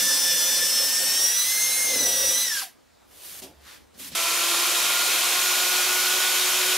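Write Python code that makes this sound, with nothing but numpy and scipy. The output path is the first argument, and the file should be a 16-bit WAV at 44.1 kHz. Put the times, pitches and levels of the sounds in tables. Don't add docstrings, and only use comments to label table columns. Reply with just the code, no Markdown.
import sys
import numpy as np
from scipy import signal
from scipy.io import wavfile
from scipy.ndimage import uniform_filter1d

SR = 44100
rng = np.random.default_rng(int(sys.argv[2]) if len(sys.argv) > 2 else 0)


def generate_wav(signal):
    frames = np.transpose(np.atleast_2d(signal))
    scaled = np.clip(frames, -1, 1) * 32767
    pcm = np.round(scaled).astype(np.int16)
    wavfile.write(sys.argv[1], SR, pcm)


N = 298557
CUT_S = 4.149
FRAME, HOP = 2048, 512

# (f/Hz, left minus right/dB)
AT_DRILL = [(60, -17), (120, -16), (240, -16), (480, -17.5), (950, -14), (1890, -19.5), (3770, -18),
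            (7520, -5), (15000, -2.5)], [(60, 0.0), (240, -2), (950, -0.5), (3770, -0.5), (15000, -0.5)]
AT_ROUTER = [(60, -18), (120, -31), (240, -15), (480, -19), (950, -11.5), (1890, -22), (3770, -11.5),
             (7520, -5), (15000, -1)], [(60, 0.0), (240, -1.1), (950, -0.7), (3770, -0.42), (15000, -0.5)]
AT_HAND = [(60, -9), (180, 9), (550, 5), (1650, -9), (4970, -9), (15000, 1)], [(60, 0.0), (380, -1.0),
           (2380, -0.54), (15000, -0.5)]

# t/s, shaft f/Hz, boost of the strong orders/dB
MOTOR = [(0.0, 350, -1), (0.05, 351, 0.5), (0.2, 353.9, 0), (0.38, 350, -1), (0.58, 350.3, -0.5),
         (0.73, 355, -1.5), (1.11, 365.0, 0.5), (1.22, 373.4, 0.5), (1.45, 404.4, -3), (1.56, 416.2, -0.5),
         (1.77, 425.4, 1.5), (1.85, 424.2, 1.5), (1.89, 421, 1.5), (2.05, 392.6, 2), (2.15, 387.4, -1.5),
         (2.26, 385.2, 0), (2.41, 402, -2.5), (2.44, 401.9, 0), (2.47, 387.3, 7.5), (2.51, 360.9, 5),
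         (2.528, 345.0, 4), (2.61, 305, 1)]
WHINE_ORDERS = (5, 10, 13, 15, 17, 20, 22, 25, 27)
WHINE_DB = (-41.5, -43, -44.5, -37.5, -42, -40.5, -42, -42.5, -44)
# order, level/dB
GEAR_TONES = [(4, -52.5), (7, -48.5), (8, -46.5), (8.5, -44), (9, -46.5), (9.5, -44), (10.5, -47.5),
              (12, -42.5), (12.5, -51.5), (13.5, -45), (14, -42.5), (14.5, -44), (15.5, -41.5), (16, -40.5),
              (16.5, -55), (17.5, -54), (18.5, -44), (19.5, -52), (20.5, -47), (21, -45.5), (22.5, -40),
              (23, -47), (23.5, -41), (25.5, -44.5), (26, -43.5), (27.5, -44.5), (28, -45), (30, -50),
              (32, -46.5), (33.5, -51), (37, -75)]
# order, level/dB
ORDER_FLOOR = [(3, -58), (10, -56.5), (16, -53), (24, -49), (35, -47), (44, -51)]
# f/Hz, width/Hz, boost/dB
SHELL_MODES = [(1607, 94, 11), (1759, 8, 9.5), (2079, 75, 10), (3493, 62, 10.5), (4001, 140, 13.5),
               (5320, 290, 8.5), (5674, 250, 12.5), (5978, 320, 10), (6313, 200, 4), (6986, 35, 10.5),
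               (8060, 330, 6.5), (8800, 380, 5), (9410, 120, 11), (10750, 660, 9)]
def drill_whine():
    t = np.arange(round(MOTOR[-1][0] * SR)) / SR
    shaft_hz, boost_db = curves(MOTOR, t)
    shaft_hz = uniform_filter1d(shaft_hz, size=1300)
    slowing_hz_per_s = np.clip(-uniform_filter1d(np.gradient(shaft_hz) * SR, size=1500), 0, 600)
    coast_db = -slowing_hz_per_s / 60
    rattle = .22 + slowing_hz_per_s / 1400
    wavers_db = 1.5 * np.real(drift(t, per_s=12, count=len(WHINE_DB)))
    whine = 0
    for order, db, waver_db in zip(WHINE_ORDERS, WHINE_DB, wavers_db):
        hz = order * shaft_hz
        level_db = db + boost_db + .05 * order * coast_db + waver_db + swell_db(SHELL_MODES, hz)
        whine += tone(t, hz, level_db, AT_DRILL, diffuse=rattle, per_s=70)
    weak_db = dict(GEAR_TONES)
    for order in np.arange(2 * ORDER_FLOOR[0][0], 2 * ORDER_FLOOR[-1][0]) / 2:
        if order not in WHINE_ORDERS and order * shaft_hz.max() < .45 * SR:
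            weak_db.setdefault(order, spectrum(ORDER_FLOOR, order) + 2 * (order % 1 == 0))
    for order, db in weak_db.items():
        hz = order * shaft_hz
        level_db = db + coast_db + .15 * swell_db(SHELL_MODES, hz)
        whine += tone(t, hz, level_db, AT_DRILL, diffuse=.78, per_s=12.2)
    low_hz = 1.5 * shaft_hz
    low_tone = tone(t, low_hz, coast_db - 57.5, AT_DRILL, diffuse=.32)
    whine += resonances(BOARD_MODES[1:2], low_hz) * low_tone
    fade_out = np.clip((t[-1] - t) / .013, 0, 1)
    return starting_at(0, whine * fade_out)


# t/s, f/Hz, level/dB
BRAKE_GLIDE = [(2.6, 1518, -40), (2.612, 1437, -46), (2.63, 765, -36), (2.65, 704, -50), (2.7, 695, -67)]
def drill_brake():
    t = np.arange(round(BRAKE_GLIDE[0][0] * SR), round(BRAKE_GLIDE[-1][0] * SR)) / SR
    glide = tone(t, *curves(BRAKE_GLIDE, t), AT_DRILL, diffuse=.86, per_s=68)
    return starting_at(t[0], glide * signal.windows.tukey(len(t), .2))


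# f/Hz, relative spectral level/dB
DRILL_HISS = [(410, -30), (700, -25), (873, -6.5), (1490, -5.5), (1610, 1.5), (2250, -4.5), (2700, -0.5),
              (4960, 0.5), (5800, -1), (7420, -4.5), (12600, -0.5), (14800, -17.5), (15600, -5)]
# f/Hz, width/Hz, level/dB
BOARD_MODES = [(267, 59, -9), (527, 71, 1.5), (847, 100, -8), (628, 560, -4.5), (370, 61, -7.5)]
# t/s, level/dB
BIT_FRICTION = [(0, -46.5), (1.1, -48), (1.21, -45), (1.35, -52.5), (1.75, -49), (1.95, -42), (2.02, -37),
                (2.27, -42), (2.45, -51.5), (2.63, -59)]
# t/s, level/dB
BENCH_RUMBLE = [(0, -51), (.5, -53.5), (1.4, -60), (1.75, -57.5), (1.83, -60), (2.35, -59), (2.63, -63)]
def boring(stop_s=2.628, rundown_db_per_s=298):
    hz, t = grid()[0], np.arange(N) / SR
    growl_db = curves(BIT_FRICTION, t)[0]
    load_db = growl_db + 46.5
    moan_db = -46.5 + 1.36 * load_db
    hiss_db = -30 + .034 * load_db + 4 * np.exp(-t / .16)
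    turns = np.cumsum(curves(MOTOR, t)[0]) / SR
    end_s = stop_s + .5
    hiss = noise(amp(spectrum(DRILL_HISS, hz)), AT_DRILL, patchy_db=1.5, until=end_s)
    hiss *= 1 + .14 * np.cos(2 * np.pi * turns)
    growl = noise(resonances(BOARD_MODES[2:], hz), AT_DRILL, patchy_db=2.5, until=end_s)
    moan = noise(resonances(BOARD_MODES[:2], hz), AT_DRILL, patchy_db=2.7, until=end_s)
    bench_response = resonances([(168.7, 17.5, -.2), (280, 95, -.8)], hz)
    rumble = amp(curves(BENCH_RUMBLE, t)[0]) * noise(bench_response, AT_DRILL, patchy_db=2, until=end_s)
    rundown = amp(-rundown_db_per_s * np.clip(t - stop_s, 0, 1))
    return rundown * (amp(hiss_db) * hiss + amp(growl_db) * growl + amp(moan_db) * moan + rumble)


# f/Hz, relative spectral level/dB
ROAR_UPRIGHT = [(24, -63), (40, -29), (260, -15.5), (351, -8.5), (485, -4.5), (671, -2.5), (905, -5.5),
                (1000, 4), (1350, 0), (1690, -2.5), (2450, 3), (2850, 0.5), (3230, 3), (12400, -4),
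                (15600, -13.5)]
# f/Hz, relative spectral level/dB
ROAR_BENT_OVER = [(24, -70), (40, -55), (280, -16), (359, -18.5), (428, -14), (654, -10.5), (1350, -4.5),
                  (1450, -6), (1730, -7.5), (2520, -2.5), (4690, -5), (6030, -5), (9680, -10), (12400, -8),
                  (15600, -15.5)]
# t/s, share of the bent-over spectrum (0-1)
LEANING = [(4.15, 0.06), (4.7, 0.2), (5.1, 0.4), (5.6, 0.68), (6.1, 0.8), (6.77, 0.45)]
# f/Hz, width/Hz, boost/dB
VENT_MODES = [(1080, 150, -1.5), (2470, 110, 2.5), (3145, 110, 3.5), (3740, 140, 2), (4795, 80, 4),
              (4800, 120, -5.5), (6930, 32, 9), (7600, 65, -12), (10430, 110, 3), (12600, 81, 5)]
# first level/dB, final level/dB
ROUTER_ORDERS = [(-55.5, -48), (-45.5, -50), (-43, -46), (-42.5, -39.5)]
# f/Hz, width/Hz, boost/dB
ROOM_PEAKS = [(345.4, 9.1, 13), (361.7, 5.2, 6.5), (369, 4.5, 10), (703, 6.2, 0), (1367, 26, 4.5),
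              (1414, 11, 8), (1456.4, 18, 7)]
def router(top_hz=371, start_gap_hz=36.7, spin_up_s=1.1):
    hz, frame_times = grid()
    lean = curves(LEANING, frame_times)[0]
    colour_db = (1 - lean) * spectrum(ROAR_UPRIGHT, hz) + lean * spectrum(ROAR_BENT_OVER, hz)
    colour = amp(colour_db + swell_db(VENT_MODES, hz))
    colour /= np.sqrt(np.mean(colour ** 2, axis=0))
    elapsed = np.maximum(np.arange(N) / SR - CUT_S, 0)
    shaft_hz = top_hz - start_gap_hz * np.exp(-elapsed / spin_up_s)
    beat = 1 + .1 * np.cos(2 * np.pi * np.cumsum(shaft_hz) / SR)
    chip_sizes = amp(1.5 * np.minimum(rng.exponential(1, N), 4))
    snaps = chip_sizes * (rng.random(N) < 120 / SR)
    bursts = 1 + .19 * signal.oaconvolve(snaps, np.exp(-np.arange(120) / 25))[:N]
    roar = noise(colour, AT_ROUTER, patchy_db=.7) * unit_rms(beat * bursts)
    roar_db = -22.5 - 2.5 * np.exp(-elapsed / .25)
    hum = 0
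    for order, (first_db, final_db) in enumerate(ROUTER_ORDERS, start=1):
        order_hz = order * shaft_hz
        ramp_db = first_db + (final_db - first_db) * elapsed / elapsed[-1]
        level_db = ramp_db + swell_db(ROOM_PEAKS, order_hz)
        hum += tone(np.arange(N) / SR, order_hz, level_db, AT_ROUTER, diffuse=.42, per_s=18)
    return amp(roar_db) * roar + hum


# start t/s, rise/s, hold/s, fall/s, hiss level/dB, treble re hiss/dB, rasp re hiss/dB,
# rub level/dB, bench bump level/dB
STROKES = [(3.07, 0.048, 0.066, 0.046, -68, 2, -1, -65, -77),
           (3.1, 0.15, .15, .03, -48, 5, -8.5, -60.5, -71),
           (3.414, 0.01, .012, 0.092, -44, -1, -16, -47, -54),
           (3.57, .11, 0.063, 0.12, -49.5, -4, -2.5, -70, -68),
           (3.93, 0.017, 0.013, .02, -61.5, -6, -6, -67, -70),
           (3.964, 0.036, 0.087, 0.045, -43.5, 1.5, -10, -61, -52.5),
           (4.105, 0.016, .03, .02, -44, -9, -12, -63, -55)]
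# f/Hz, relative spectral level/dB
PALM_HISS = [(530, -39), (900, -11), (1290, -5), (1520, -13), (1980, -6), (3110, -2), (7340, -4.5),
             (12400, -2), (15600, -10)]
def wiping():
    hz, t = grid()[0], np.arange(N) / SR
    skin = wood = 0
    for start, rise, hold, fall, hiss_db, treble_db, rasp_db, rub_db, bump_db in STROKES:
        skin += amp(hiss_db + np.array([[0], [treble_db], [rasp_db]])) * stroke(t, start, rise, hold, fall)
        wood += amp([[rub_db], [bump_db]]) * stroke(t, start, rise, hold, 2.1 * fall)
    (hiss_gain, dust_gain, rasp_gain), (rub_gain, bump_gain) = skin, wood
    grit = unit_rms(amp(.71 * unit_rms(uniform_filter1d(rng.standard_normal(N), size=60))))
    high = 1 / (1 + (6000 / (hz + 1)) ** 6)
    low = 1 / (1 + (hz / 2300) ** 6)
    palm = amp(spectrum(PALM_HISS, hz))
    hiss = noise(palm * np.sqrt((1 - high) * (1 - low)), AT_HAND, patchy_db=1.2, until=CUT_S)
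    dust = noise(palm * np.sqrt(high), AT_HAND, patchy_db=1.2, until=CUT_S)
    coarse_chips = resonances([(1780, 1400, 0), (1130, 500, -5)], hz)
    rasp = noise(coarse_chips, AT_HAND, patchy_db=.8, until=CUT_S)
    rub = noise(resonances([(353, 250, -3), (595, 640, 1)], hz), AT_DRILL, patchy_db=2, until=CUT_S)
    bump = noise(resonances([(176, 92, -2), (263, 110, 0)], hz), AT_DRILL, patchy_db=1.8, until=CUT_S)
    friction = hiss_gain * hiss + dust_gain * dust + rasp_gain * rasp
    return grit * friction + rub_gain * rub + bump_gain * bump


# t/s, thud level/dB
PALM_IMPACTS = [(3.421, -37), (3.439, -38), (3.979, -45), (4.001, -39), (4.117, -41)]
def slaps(tick_db=-48):
    t, mid = np.arange(3000) / SR, np.zeros(N)
    ring = sum(amp(db) * (300 / hz) ** 2 * np.exp(-np.pi * width * t) * np.sin(2 * np.pi * hz * t)
               for hz, width, db in BOARD_MODES)
    ring *= 1 - np.exp(-t / .00048)
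    ring /= abs(ring).max()
    for start, thud_db in PALM_IMPACTS:
        tick = np.diff(rng.standard_normal(len(t)), prepend=0) * np.exp(-t / .0039)
        mid[round(start * SR):][:len(t)] += amp(thud_db) * ring + amp(tick_db) * tick
    return np.array([mid, amp(-12) * np.roll(mid, 30)])


# f/Hz, relative spectral level/dB
ROOM_AIR = [(18, -24), (30, -6), (97, -4.5), (123, -17), (263, -8.5), (300, -13), (410, -11), (710, -12),
            (4920, -20), (14400, -31.5), (15600, -31)]
# t/s, level/dB
ROOM_HUM = [(0, -63), (.4, -59), (1.05, -71.5), (1.4, -60), (1.7, -71), (1.95, -52), (2.35, -60),
            (2.66, -89), (3.1, -77), (3.6, -59), (3.9, -72), (4.07, -59)]
def workshop(air_db=-61, hum_hz=68.5):
    hz, t = grid()[0], np.arange(N) / SR
    hum = tone(t, np.full(N, hum_hz), curves(ROOM_HUM, t)[0], AT_DRILL, diffuse=.8, per_s=7.4)
    air = noise(amp(spectrum(ROOM_AIR, hz)), AT_HAND, patchy_db=1.8, until=CUT_S)
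    return amp(air_db) * air + hum


def walls(mid_side, t60, wet_db):
    taps = np.zeros((2, 600, 20))
    np.put_along_axis(taps, rng.integers(0, 20, (2, 600, 1)), rng.choice([-1., 1.], (2, 600, 1)), axis=2)
    taps = taps.reshape(2, -1) * amp(-60 * np.arange(12000) / SR / t60)
    taps[:, :200] = 0
    tail = signal.oaconvolve(mid_side, taps / np.linalg.norm(taps[0]), axes=1)[:, :N]
    return mid_side + amp(wet_db) * tail


def tone(t, hz, db, place, diffuse, per_s=9):
    phasor = np.exp(2j * np.pi * (np.cumsum(hz) / SR + rng.random()))
    fade, wander = drift(t, per_s, count=2)
    mid = np.sqrt(1 - diffuse ** 2) + diffuse * fade
    side = side_signal(place, hz.mean(), mid, wander)
    return np.sqrt(2) * amp(db) * np.real(phasor * np.array([mid, side]))


def noise(shape, place, patchy_db, until=np.inf):
    hz, t = grid()
    frames = int(min(len(t), until * SR / HOP + 5))
    a, b, c, d, patches = rng.standard_normal((frames, len(hz), 5), dtype=np.float32).T
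    patches = unit_rms(uniform_filter1d(uniform_filter1d(patches, size=24, axis=0), size=6, axis=1))
    mid = a + 1j * b
    side = side_signal(place, hz, mid, c + 1j * d)
    spectra = np.array([mid, side]) * shape * amp(patchy_db * patches)
    out = signal.istft(spectra.astype(np.complex64), nperseg=FRAME, noverlap=FRAME - HOP)[1]
    return np.pad(out / np.sqrt(np.mean(out[0] ** 2)), ((0, 0), (0, N)))[:, :N]


def side_signal(place, hz, mid, incoherent):
    width, balance = place
    pan = np.tanh(spectrum(balance, hz) * np.log(10) / 40)
    return amp(spectrum(width, hz)) * incoherent + pan * mid


def drift(t, per_s, count):
    knots = np.arange(t[0], t[-1] + 1, 1 / 200)
    white = rng.standard_normal((len(knots), count)) + 1j * rng.standard_normal((len(knots), count))
    slow = unit_rms(signal.lfilter(*signal.butter(2, per_s / 100), white, axis=0)[100:])
    return [np.interp(t, knots[:len(slow)], row) for row in slow.T]


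def stroke(t, start, rise, hold, fall, range_db=23):
    before = np.maximum(start + rise - t, 0) / rise
    after = np.maximum(t - start - rise - hold, 0) / fall
    return amp(-range_db * np.minimum(np.maximum(before, after), 4))


def resonances(modes, hz):
    return np.sqrt(sum(amp(2 * db) / (1 + (2 * (hz - f) / width) ** 2) ** 2 for f, width, db in modes))


def swell_db(modes, hz):
    return sum(db / (1 + (2 * (hz - f) / width) ** 2) for f, width, db in modes)


def spectrum(points, hz):
    f, value = np.transpose(points)
    return np.interp(np.log(hz + 1), np.log(f + 1), value)


def curves(rows, t):
    times, *columns = np.transpose(rows)
    return [np.interp(t, times, column) for column in columns]


def grid():
    return np.fft.rfftfreq(FRAME, 1 / SR)[:, None], np.arange(N // HOP + 5) * HOP / SR


def starting_at(start_s, mid_side):
    return np.pad(mid_side, ((0, 0), (round(start_s * SR), N)))[:, :N]


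def amp(db):
    return 10 ** (np.asarray(db) / 20)


def unit_rms(x):
    return x / np.sqrt(np.mean(abs(x) ** 2) + 1e-20)


def scene():
    whine = walls(drill_whine() + drill_brake(), t60=.25, wet_db=-12)
    drill_scene = whine + boring() + wiping() + slaps() + workshop()
    cut = np.clip((np.arange(N) / SR - CUT_S) / .002, 0, 1)
    mid, side = (1 - cut) * drill_scene + cut * router()
    return np.array([mid + side, mid - side])


def record(dry):
    thin = signal.sosfilt(signal.butter(3, 45., "high", fs=SR, output="sos"), dry)
    low_pass = signal.firwin(1023, 15700, window=("kaiser", 9), fs=SR)
    return signal.oaconvolve(thin, low_pass[None], "same")


dry = scene()
out = record(dry)
generate_wav(out)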